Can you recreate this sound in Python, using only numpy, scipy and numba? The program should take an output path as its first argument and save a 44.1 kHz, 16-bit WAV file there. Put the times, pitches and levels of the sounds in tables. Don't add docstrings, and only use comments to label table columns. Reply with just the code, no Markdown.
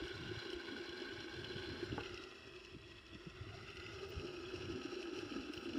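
import sys
import numpy as np
from scipy import signal
from scipy.fft import rfft, irfft
from scipy.io import wavfile
from scipy.ndimage import uniform_filter1d, map_coordinates
from numba import njit

SR = 44100
rng = np.random.default_rng(int(sys.argv[2]) if len(sys.argv) > 2 else 0)


def undo_db(level):
    steps = np.asarray(level, float) / 20
    return 10 ** steps


def generate_wav(sig):
    pcm = np.round(np.clip(np.atleast_2d(sig).T, -1, 1) * 32767).astype(np.int16)
    wavfile.write(sys.argv[1], SR, pcm)


N = 255311
T = np.arange(N) / SR
HZ = np.fft.rfftfreq(N, 1 / SR) + 1e-9

# (time [s], first [dB], second [dB], third [dB], fourth [dB])
NEARNESS = [(0, -52, -58.5, -61.5, -63), (.6, -52, -62.5, -58, -64.5), (1.2, -51.5, -63, -81, -62.5),
            (1.85, -51.5, -64.5, -59, -61.5), (2.05, -61, -60.5, -56, -59), (2.3, -64, -58.5, -63, -62),
            (2.55, -73, -60, -78, -62), (3.1, -64.5, -62.5, -68, -75), (3.4, -63.5, -63, -62.5, -66),
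            (3.6, -66, -69, -60, -58), (3.86, -81, -63.5, -53, -58.5), (4.05, -96, -61, -64.5, -55),
            (4.6, -62, -62, -85, -56), (5.2, -69, -63.5, -78, -54.5), (5.79, -61.5, -62, -77, -56)]
# (start speed [turns/s], end speed [turns/s], basic swell once a turn [dB],
# rolling hiss over the rings [dB], a moment of loudest rattle [s])
SPIN = [(8.5, 8.2, 0.5, -23, .89), (8.6, 16, 1.9, -13.5, 2.65), (23, 23, 2, -25, 3.81),
        (10, 8.5, 1.5, -7.5, 5.19)]
# (pitch [Hz], width [Hz], level [dB])
BODIES = [
    [(626, 25, -8.5), (830, 41, -4), (1107, 77, -1.5), (1490, 34, 5), (1593, 66, 5.5), (2277, 220, -2),
     (2966, 93, -2.5), (3397, 104, -2), (4110, 114, -0.5), (4920, 99, -7), (5420, 59, -10.5),
     (7000, 990, -32.5), (8650, 220, -32.5)],
    [(647, 15, -1.5), (1020, 23, -3.5), (1393, 137, -1.5), (1920, 59, -2), (2600, 73, 1.5),
     (3362, 130, -3.5), (4390, 120, -11), (5290, 195, -9.5), (6940, 200, -21.5)],
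    [(580, 98, -18.5), (1409, 75, 4), (2013, 106, 2), (2703, 100, -3.5), (3610, 110, -8.5),
     (4940, 120, -12.5), (6960, 180, -24)],
    [(807, 24, 1), (1271, 87, 6), (1657, 226, 0.5), (2638, 240, 1.5), (3010, 232, -0.5), (4027, 170, -5),
     (4910, 92, -5.5), (5410, 120, -10), (5570, 71, -3.5), (6940, 170, -19.5)],
]
# (from [Hz], to [Hz], share of the common swell [0-1], own flutter [dB])
RING_GROUPS = [(0, 2300, 0.41, 0.13), (2300, 3750, 0.59, 3), (3750, 9500, 0.79, 2)]
# (time [s], first [share of pitch], second [share], third [share], fourth [share])
RING_SLIDE = [(0, 0.98, 1.08, 1., 1.), (1.9, 1., 1.05, 1.06, 1.04), (2.1, 0.92, 0.98, 1.01, 1.01),
              (2.35, 0.94, 1.014, .96, .97), (2.8, 0.95, 0.99, .95, .97), (3.3, 0.95, 1.033, .96, .97),
              (3.7, 0.97, 1.03, .995, .985), (4.15, 0.95, 0.98, 1.03, 1.), (5.79, 1., 1.04, 1.03, 1.)]
# (frequency [Hz], relative level [dB per Hz])
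ROLL_COLOUR = [(300, -56), (600, 7), (1000, -8.5), (2000, 0.5), (3500, -7), (5600, 1), (6200, -11.5),
               (8000, -23), (11000, -27.5), (15200, -57)]
# (time [s], upper band [Hz], lower band [Hz], depth of these two [0-1], top band before its wander [Hz])
ECHO_DIP = [(0, 2040, 1154, 0.65, 3770), (1.95, 2050, 1150, 0.58, 3780), (2.4, 1420, 850, 0.56, 3540),
            (2.7, 1490, 806, 0.75, 3700), (3.1, 1500, 740, 0.67, 3900), (3.4, 1638, 860, 0.61, 3820),
            (3.7, 1760, 1020, 0.84, 3940), (4.4, 1920, 1105, 0.53, 3788), (5.79, 1930, 1130, 0.52, 3660)]
# (time [s], centre [Hz], depth [0-1])
MID_DIP = [(0, 2500, 0.2), (2.0, 2340, 0.26), (2.25, 2230, .7), (2.5, 2210, .9), (2.75, 2150, 0.2),
           (3.2, 2200, 0.6), (3.6, 2400, .3), (4.05, 2330, .75), (4.4, 2250, 0.2), (5.79, 2150, .4)]
# (frequency [Hz], relative level [dB per Hz])
WHISK_COLOUR = [(5000, -26), (7500, 0), (9000, 3.5), (12000, -13), (15200, -12)]
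# (middle [s], length [s], peak added to the steady part [dB])
WHISK_SWELLS = [(0.073, 0.087, -78), (.53, 0.11, -80), (0.748, 0.092, -88), (.97, .14, -82),
                (1.2, 0.089, -92), (1.398, .12, -85), (1.625, .12, -85), (1.823, .12, -84),
                (3.75, 0.11, -84), (4.08, .08, -88), (4.245, 0.14, -81), (5.03, .08, -81), (5.187, .1, -83),
                (5.54, 0.069, -79), (5.646, 0.12, -79)]
# (time [s], level [dB], deeper mode over it [dB])
DESK_LEVEL = [(0, -50, -13), (.4, -54.5, -7), (.8, -52.5, -6), (1.5, -51, -8), (1.95, -50.5, -6),
              (2.07, -53, -13), (2.3, -57, -6), (2.6, -62, -3.5), (2.9, -62.5, -25), (3.2, -62.5, -8),
              (3.6, -61, -14), (4.15, -51, -9), (4.7, -51, -5.5), (5.1, -49.5, -9), (5.45, -51.5, -5),
              (5.79, -51, 0.5)]
# (time [s], pitch [Hz])
DESK_PITCH = [(0, 356), (2., 358), (3., 346), (4.2, 366), (4.6, 350.), (5.1, 337), (5.79, 347)]
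# (share of that pitch [ratio], width before widening [Hz], relative level [dB])
DESK_MODES = [(0.998, 53.9, 2), (1.223, 121, -20)]
# (middle [s], length [s], peak rumble added to the hold [dB])
DRAGS = [(0.034, 0.088, -54.5), (0.26, 0.35, -49), (0.787, 0.083, -64), (0.912, 0.072, -56.5),
         (1.186, 0.18, -58), (1.426, 0.35, -57), (1.574, 0.15, -55), (1.72, 0.13, -52.5),
         (1.913, 0.37, -51), (2.12, 0.081, -57), (2.52, 0.2, -74), (2.736, 0.22, -62.5), (3.151, 0.13, -63),
         (3.487, 0.52, -56.5), (3.695, 0.5, -64), (3.994, 0.53, -59.5), (4.23, 0.28, -53),
         (4.432, 0.2, -61), (4.58, 0.14, -56), (4.7, 0.22, -51), (5.233, 0.27, -64.5), (5.583, 0.039, -54),
         (5.703, 0.15, -60.5)]
# (frequency [Hz], relative level [dB per Hz])
GRIP_COLOUR = [(50, -50), (75, -0.5), (105, 4.5), (135, -0.5), (180, -9.5), (240, -14), (320, -10),
               (500, -72)]
# (time [s], level [dB])
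SWAY_LEVEL = [(0.0, -54), (0.35, -74), (0.47, -84), (0.55, -55), (0.61, -74), (1.85, -63), (1.89, -60),
              (2.43, -70.5), (3.77, -64), (4.11, -74), (4.19, -59), (4.24, -67), (4.74, -67), (4.84, -74),
              (5.76, -67), (5.79, -82)]
# (frequency [Hz], relative level [dB per Hz])
SWAY_COLOUR = [(13, -27), (25, -23), (45, -5.5), (65, 0), (80, -5), (110, -44), (200, -71)]
# (frequency [Hz], relative level [dB per Hz])
ROOM_COLOUR = [(100, -36), (200, 7.5), (500, -14), (1000, -3.5), (4000, -30), (8000, -19.5), (12000, -31),
               (15200, -56)]
# (time [s], peak of the swell [dB], ring [Hz])
JOLTS = [(0.021, -38, 331.7), (0.312, -39, 358), (0.458, -42.5, 357.4), (0.498, -43, 350), (0.53, -39, 358),
         (0.561, -41, 348), (0.708, -43, 344), (0.883, -45, 343), (1.017, -42, 356), (1.121, -41.5, 348),
         (1.685, -40.5, 350), (1.826, -37.5, 353), (1.924, -38.5, 320), (2.137, -46.5, 368),
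         (2.196, -47, 326), (2.745, -48, 292), (2.764, -54, 302), (3.127, -48, 320), (3.152, -46.5, 322),
         (3.265, -47, 339), (3.434, -51.5, 362), (3.465, -48, 350), (4.233, -40.5, 364),
         (4.245, -37.5, 365), (4.537, -37.5, 360), (4.647, -43.5, 354), (4.698, -36.5, 330),
         (4.722, -46, 300), (4.754, -44, 370), (4.849, -37.5, 325), (4.93, -43, 342), (5.034, -45, 340),
         (5.128, -41.5, 307), (5.181, -39.5, 366), (5.229, -39.5, 340), (5.262, -42, 310),
         (5.308, -43, 312), (5.361, -40.5, 353), (5.496, -37.5, 312), (5.655, -39.5, 346), (5.69, -47, 340),
         (5.748, -51, 352)]
# (time [s], middle rings [dB], upper rings over them [dB])
CLATTER = [(0.08, -51, -4), (0.503, -49, -7), (0.531, -47, -9), (.678, -54, -18), (.785, -63, -7),
           (0.8918, -48, -8), (1., -53, -6), (1.019, -52, -6), (1.205, -50, -6), (1.34, -50, -18),
           (1.445, -46, -14), (1.56, -56, -15), (1.582, -49, -18), (2.002, -50, -24), (2.008, -47.5, -15),
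           (2.033, -50, -11), (2.059, -48, -20), (2.0936, -51, -15), (2.143, -50, -4), (2.175, -49.5, -13),
           (2.237, -50, -8), (2.6487, -50.5, -8), (3.065, -57.5, -5), (3.702, -50, -13),
           (3.77, -48.5, -8.5), (3.799, -48, -21), (3.8635, -50, -9), (4.273, -49, -16), (4.56, -54, 0),
           (4.655, -49.5, -7.5), (4.8182, -53, -19), (4.956, -54, -17), (5.0274, -48, -12),
           (5.188, -45.5, -7.5), (5.325, -51.5, -25), (5.41, -49, -15), (5.536, -47, -3.5),
           (5.576, -48, -9), (5.692, -49.5, -18), (5.733, -48.5, -9)]
# (time [s], pitch [Hz])
CLATTER_PITCH = [(0, 2980), (1.9, 3050.), (2., 2780.), (2.5, 2610), (3.6, 2720.), (5.79, 2800.)]
# (time [s], peak of the swell [dB], pitch [Hz], length [cycles])
THUMPS = [(0.258, -49, 78, 1.3), (0.319, -52, 102, 2.7), (0.365, -42, 107, 2.5), (1.436, -47, 133, 1.7),
          (1.559, -40, 143, 1.6), (1.923, -43, 111, 2.9), (1.925, -38.5, 190, 1.8), (2.741, -50, 130, 1),
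          (2.759, -46, 140, 2.1), (1.973, -48, 200, 2), (3.141, -51, 201, 5.1), (3.259, -44, 165, 5.3),
          (3.402, -43, 110, 3.2), (3.519, -50, 95, 5.2), (3.771, -47, 76, 2.7), (4.157, -38.5, 78.5, 2.9),
          (4.168, -45.5, 139, 3.3), (4.575, -53, 94, 2.5), (4.692, -47, 85, 2.6), (5.385, -50, 75, 2.3),
          (5.355, -48, 225, 5.5)]
# (time [s], strength [dB])
TAPS = [(1.9788, -27.5), (1.9822, -38), (1.9857, -40), (2.007, -38)]
# (pitch [Hz], relative level [dB], time to fall by 60 dB [s])
CASE_RINGS = [(815, 8.5, 0.035), (1120, 4.5, 0.033), (1500, 9.5, 0.017), (453, 5, 0.069), (302, 4, 0.044)]
# (time [s], level [dB], pitch [Hz])
WHIRR = [(3.3, -93, 600), (3.45, -74, 664), (3.55, -62, 707), (3.65, -90, 735), (3.8, -102, 746)]
# (middle [s], length [s], peak before flicker and tone levels [dB])
WHINE_SWELLS = [(4.096, 0.034, -71), (5.572, 0.15, -78), (5.647, .07, -88)]
# (pitch [Hz], level over the swell [dB])
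WHINE_TONES = [(14754, 2), (13457, -8)]
# (centre [Hz], width [Hz], depth [0-1])
PORT_DIPS = [(6270, 630, 0.36), (4690, 380, 0.36)]


def level(x, db):
    return x * undo_db(db) / np.sqrt(np.mean(x ** 2))


def curve(table, column):
    return np.interp(T, [row[0] for row in table], [row[column] for row in table])


def colour(x, points):
    hz, db = np.transpose(points)
    return irfft(rfft(x) * undo_db(np.interp(np.log(HZ), np.log(hz), db)), N)


def ring(x, peaks):
    gain = 0
    for k, (hz, width, db) in enumerate(peaks):
        detune = (HZ ** 2 - hz ** 2) / (HZ * width)
        gain = gain + (-1) ** k * undo_db(db) / (1 + 1j * detune)
    return irfft(rfft(x) * gain, N)


@njit
def glide(x, hz, width):
    y, band, low = np.empty(len(x)), 0., 0.
    for i in range(len(x)):
        g, damping = np.tan(np.pi * hz[i] / SR), width / hz[i]
        v = (band + g * (x[i] - low)) / (1 + g * (g + damping))
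        band, low = 2 * v - band, low + 2 * g * v
        y[i] = damping * v
    return y


def walk(rate):
    hold = int(SR / rate)
    steps = np.repeat(rng.standard_normal(N // hold + 1), hold)
    return 1.41 * uniform_filter1d(uniform_filter1d(steps, hold), hold)[:N]


def add(out, s, sound):
    i = max(int(s * SR), 0)
    out[i:i + len(sound)] += sound[:N - i]


def balls(per_s, spread_db):
    chance, size, push = rng.random(N), rng.exponential(size=N), rng.standard_normal(N)
    hit = chance < per_s / SR
    return level(hit * push * undo_db(spread_db * np.minimum(size, 3.0)), 0)


def spinner(near_db, slide, spin, body):
    start, end, swell_db, hiss_db, loudest_s = spin
    loudest = int(loudest_s * SR)
    turn = 2 * np.pi * np.cumsum(np.linspace(start, end, N) * (1 + .02 * walk(3))) / SR
    turn = turn - turn[loudest]
    uneven, quick = walk(7), walk(70) + .8 * walk(24)
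    drift, flicker = walk(12), walk(60)
    shared_db = swell_db * (1 + 0.4 * uneven) * np.cos(turn) + 2.0 * quick

    ticks = balls(per_s=700, spread_db=2.5) * undo_db(swell_db * np.cos(turn))
    rings = ring(undo_db(-4.5) * ticks, body)
    for low_hz, high_hz, share, own_db in RING_GROUPS:
        flutter = walk(120)
        contacts = balls(per_s=2500, spread_db=2.5) * undo_db(share * shared_db + own_db * flutter)
        rings = rings + ring(contacts, [mode for mode in body if low_hz <= mode[0] < high_hz])

    pace = np.cumsum(slide * (1 + .005 * walk(9)))
    rings = map_coordinates(rings, [pace + loudest_s * SR - pace[loudest]], mode="mirror")
    hiss = balls(per_s=12000, spread_db=2.0) * undo_db(.5 * shared_db + 0.8 * drift + 2.5 * flicker)
    return undo_db(near_db) * (level(rings, 0) + level(colour(hiss, ROLL_COLOUR), hiss_db))


def echo_lower_dips(sound):
    upper = glide(sound, curve(ECHO_DIP, 1), 470.0)
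    lower = glide(sound, curve(ECHO_DIP, 2), 197.0)
    return sound - curve(ECHO_DIP, 3) * (upper + lower)


def echo_top_dip(sound):
    hz = curve(ECHO_DIP, 4) + 12 * walk(6)
    return sound - 0.92 * glide(sound, hz, 150.)


def middle_dip(sound):
    return sound - curve(MID_DIP, 2) * glide(sound, curve(MID_DIP, 1), 225)


def whisk():
    flicker = walk(30)
    nearness = sum(undo_db(curve(NEARNESS, k + 1)) for k in range(len(SPIN)))
    swell = undo_db(-45) * nearness
    for s, length, db in WHISK_SWELLS:
        add(swell, s - length / 2, undo_db(db) * np.hanning(int(length * SR)))
    grains = colour(balls(per_s=8000, spread_db=6.0), WHISK_COLOUR)
    return swell * level(grains * undo_db(2.5 * flicker), 0)


def desk():
    shake = balls(per_s=2000, spread_db=1.0) * undo_db(0.53 * walk(22.04))
    pitch = curve(DESK_PITCH, 1) + 12.3 * walk(7.4)
    hum = 0
    for share, width, db in DESK_MODES:
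        hz, wide = share * pitch, 1.33 * width
        hum = hum + undo_db(db) * glide(glide(shake, hz, wide), hz, wide)
    surge, deep_surge = walk(12), walk(10)
    deep_mode = [(277.3, 79, 0)]  # (pitch [Hz], width [Hz], level [dB])
    deep = ring(ring(shake, deep_mode), deep_mode) * undo_db(4.5 * deep_surge)
    under = level(deep, 0) * undo_db(curve(DESK_LEVEL, 2))
    return undo_db(curve(DESK_LEVEL, 1)) * (level(hum * undo_db(0.38 * surge), 0) + under)


def finger_drags():
    hold_db, hold_surge_db = -72, 4.5
    pressure = undo_db(hold_db + hold_surge_db * walk(14))
    for s, length, db in DRAGS:
        add(pressure, s - length / 2, undo_db(db) * np.hanning(int(length * SR)))
    return level(colour(rng.standard_normal(N), GRIP_COLOUR), 0) * pressure


def arm_sway():
    surge_db = 1
    rumble = colour(rng.standard_normal(N), SWAY_COLOUR) * undo_db(surge_db * walk(12))
    return level(rumble, 0) * undo_db(curve(SWAY_LEVEL, 1))


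def room():
    return level(colour(rng.standard_normal(N), ROOM_COLOUR), -73.5)


def jolts():
    out = np.zeros(N)
    t = np.arange(int(.06 * SR)) / SR
    rise = t / 0.0046
    for s, db, hz in JOLTS:
        add(out, s, undo_db(db) * rise * np.exp(1 - rise) * np.sin(2 * np.pi * hz * t))
    return out


def clatter():
    mid, top = np.zeros(N), np.zeros(N)
    rise = np.arange(int(.04 * SR)) / SR / 0.0022
    shape = rise * np.exp(1 - rise)
    for s, db, top_db in CLATTER:
        add(mid, s - .001, undo_db(db) * shape)
        add(top, s - .001, undo_db(db + top_db) * shape)
    hz, noise = curve(CLATTER_PITCH, 1), rng.standard_normal(N)
    middle, upper = [(4120, 120, -6.5)], [(5280, 820, 0)]  # (pitch [Hz], width [Hz], level [dB])
    lowest = glide(glide(noise, hz, 500.), hz, 500.)
    middle_rings = level(lowest + ring(noise, middle), 0)
    upper_rings = level(ring(ring(rng.standard_normal(N), upper), upper), 0)
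    return mid * middle_rings + top * upper_rings


def thumps():
    out = np.zeros(N)
    for s, db, hz, cycles in THUMPS:
        t = np.arange(int(cycles / hz * SR)) / SR
        add(out, s, undo_db(db) * np.hanning(len(t)) * np.sin(2 * np.pi * hz * t))
    return out


def taps():
    out, skin = np.zeros(N), np.zeros(N)
    t = np.arange(int(.08 * SR)) / SR
    tap = sum(undo_db(db) * np.sin(2 * np.pi * hz * t) * undo_db(-60 * t / t60) for hz, db, t60 in CASE_RINGS)
    tap = tap * (1 - np.exp(-t / 0.0011))
    for s, db in TAPS:
        add(out, s, undo_db(db) * tap / len(CASE_RINGS))
        add(skin, s, undo_db(db - 25.0) * undo_db(-60 * t / 0.13))
    pad = [(850, 640, 0)]
    scuff = level(ring(ring(rng.standard_normal(N), pad), pad), 0)
    return out + skin * scuff


def whirr():
    hz = curve(WHIRR, 2)
    band = glide(glide(balls(per_s=3100, spread_db=2.0), hz, 87.0), hz, 87.0)
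    return level(band, 0) * undo_db(curve(WHIRR, 1))


def whine():
    swell = np.zeros(N)
    for s, length, db in WHINE_SWELLS:
        add(swell, s - length / 2, undo_db(db) * np.hanning(int(length * SR)))
    tones = sum(undo_db(db) * np.sin(2 * np.pi * hz * T) for hz, db in WHINE_TONES)
    return swell * undo_db(3.0 * walk(60)) * tones


def scene():
    rattle = 0
    for k in range(len(SPIN)):
        rattle = rattle + spinner(curve(NEARNESS, k + 1), curve(RING_SLIDE, k + 1), SPIN[k], BODIES[k])
    rattle = echo_lower_dips(rattle) + clatter()
    rattle = middle_dip(echo_top_dip(rattle))
    hand = finger_drags() + arm_sway() + thumps() + taps()
    return (rattle + whisk() + desk() + hand + room() + jolts() + whirr() + whine())[None]


def roll_off(x):
    return signal.sosfilt(signal.butter(12, 15270, fs=SR, output="sos"), x)


def record(dry):
    sound = dry[0]
    for hz, width, depth in PORT_DIPS:
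        sound = sound - depth * ring(sound, [(hz, width, 0)])
    return roll_off(sound[None])


dry = scene()
out = record(dry)
generate_wav(out)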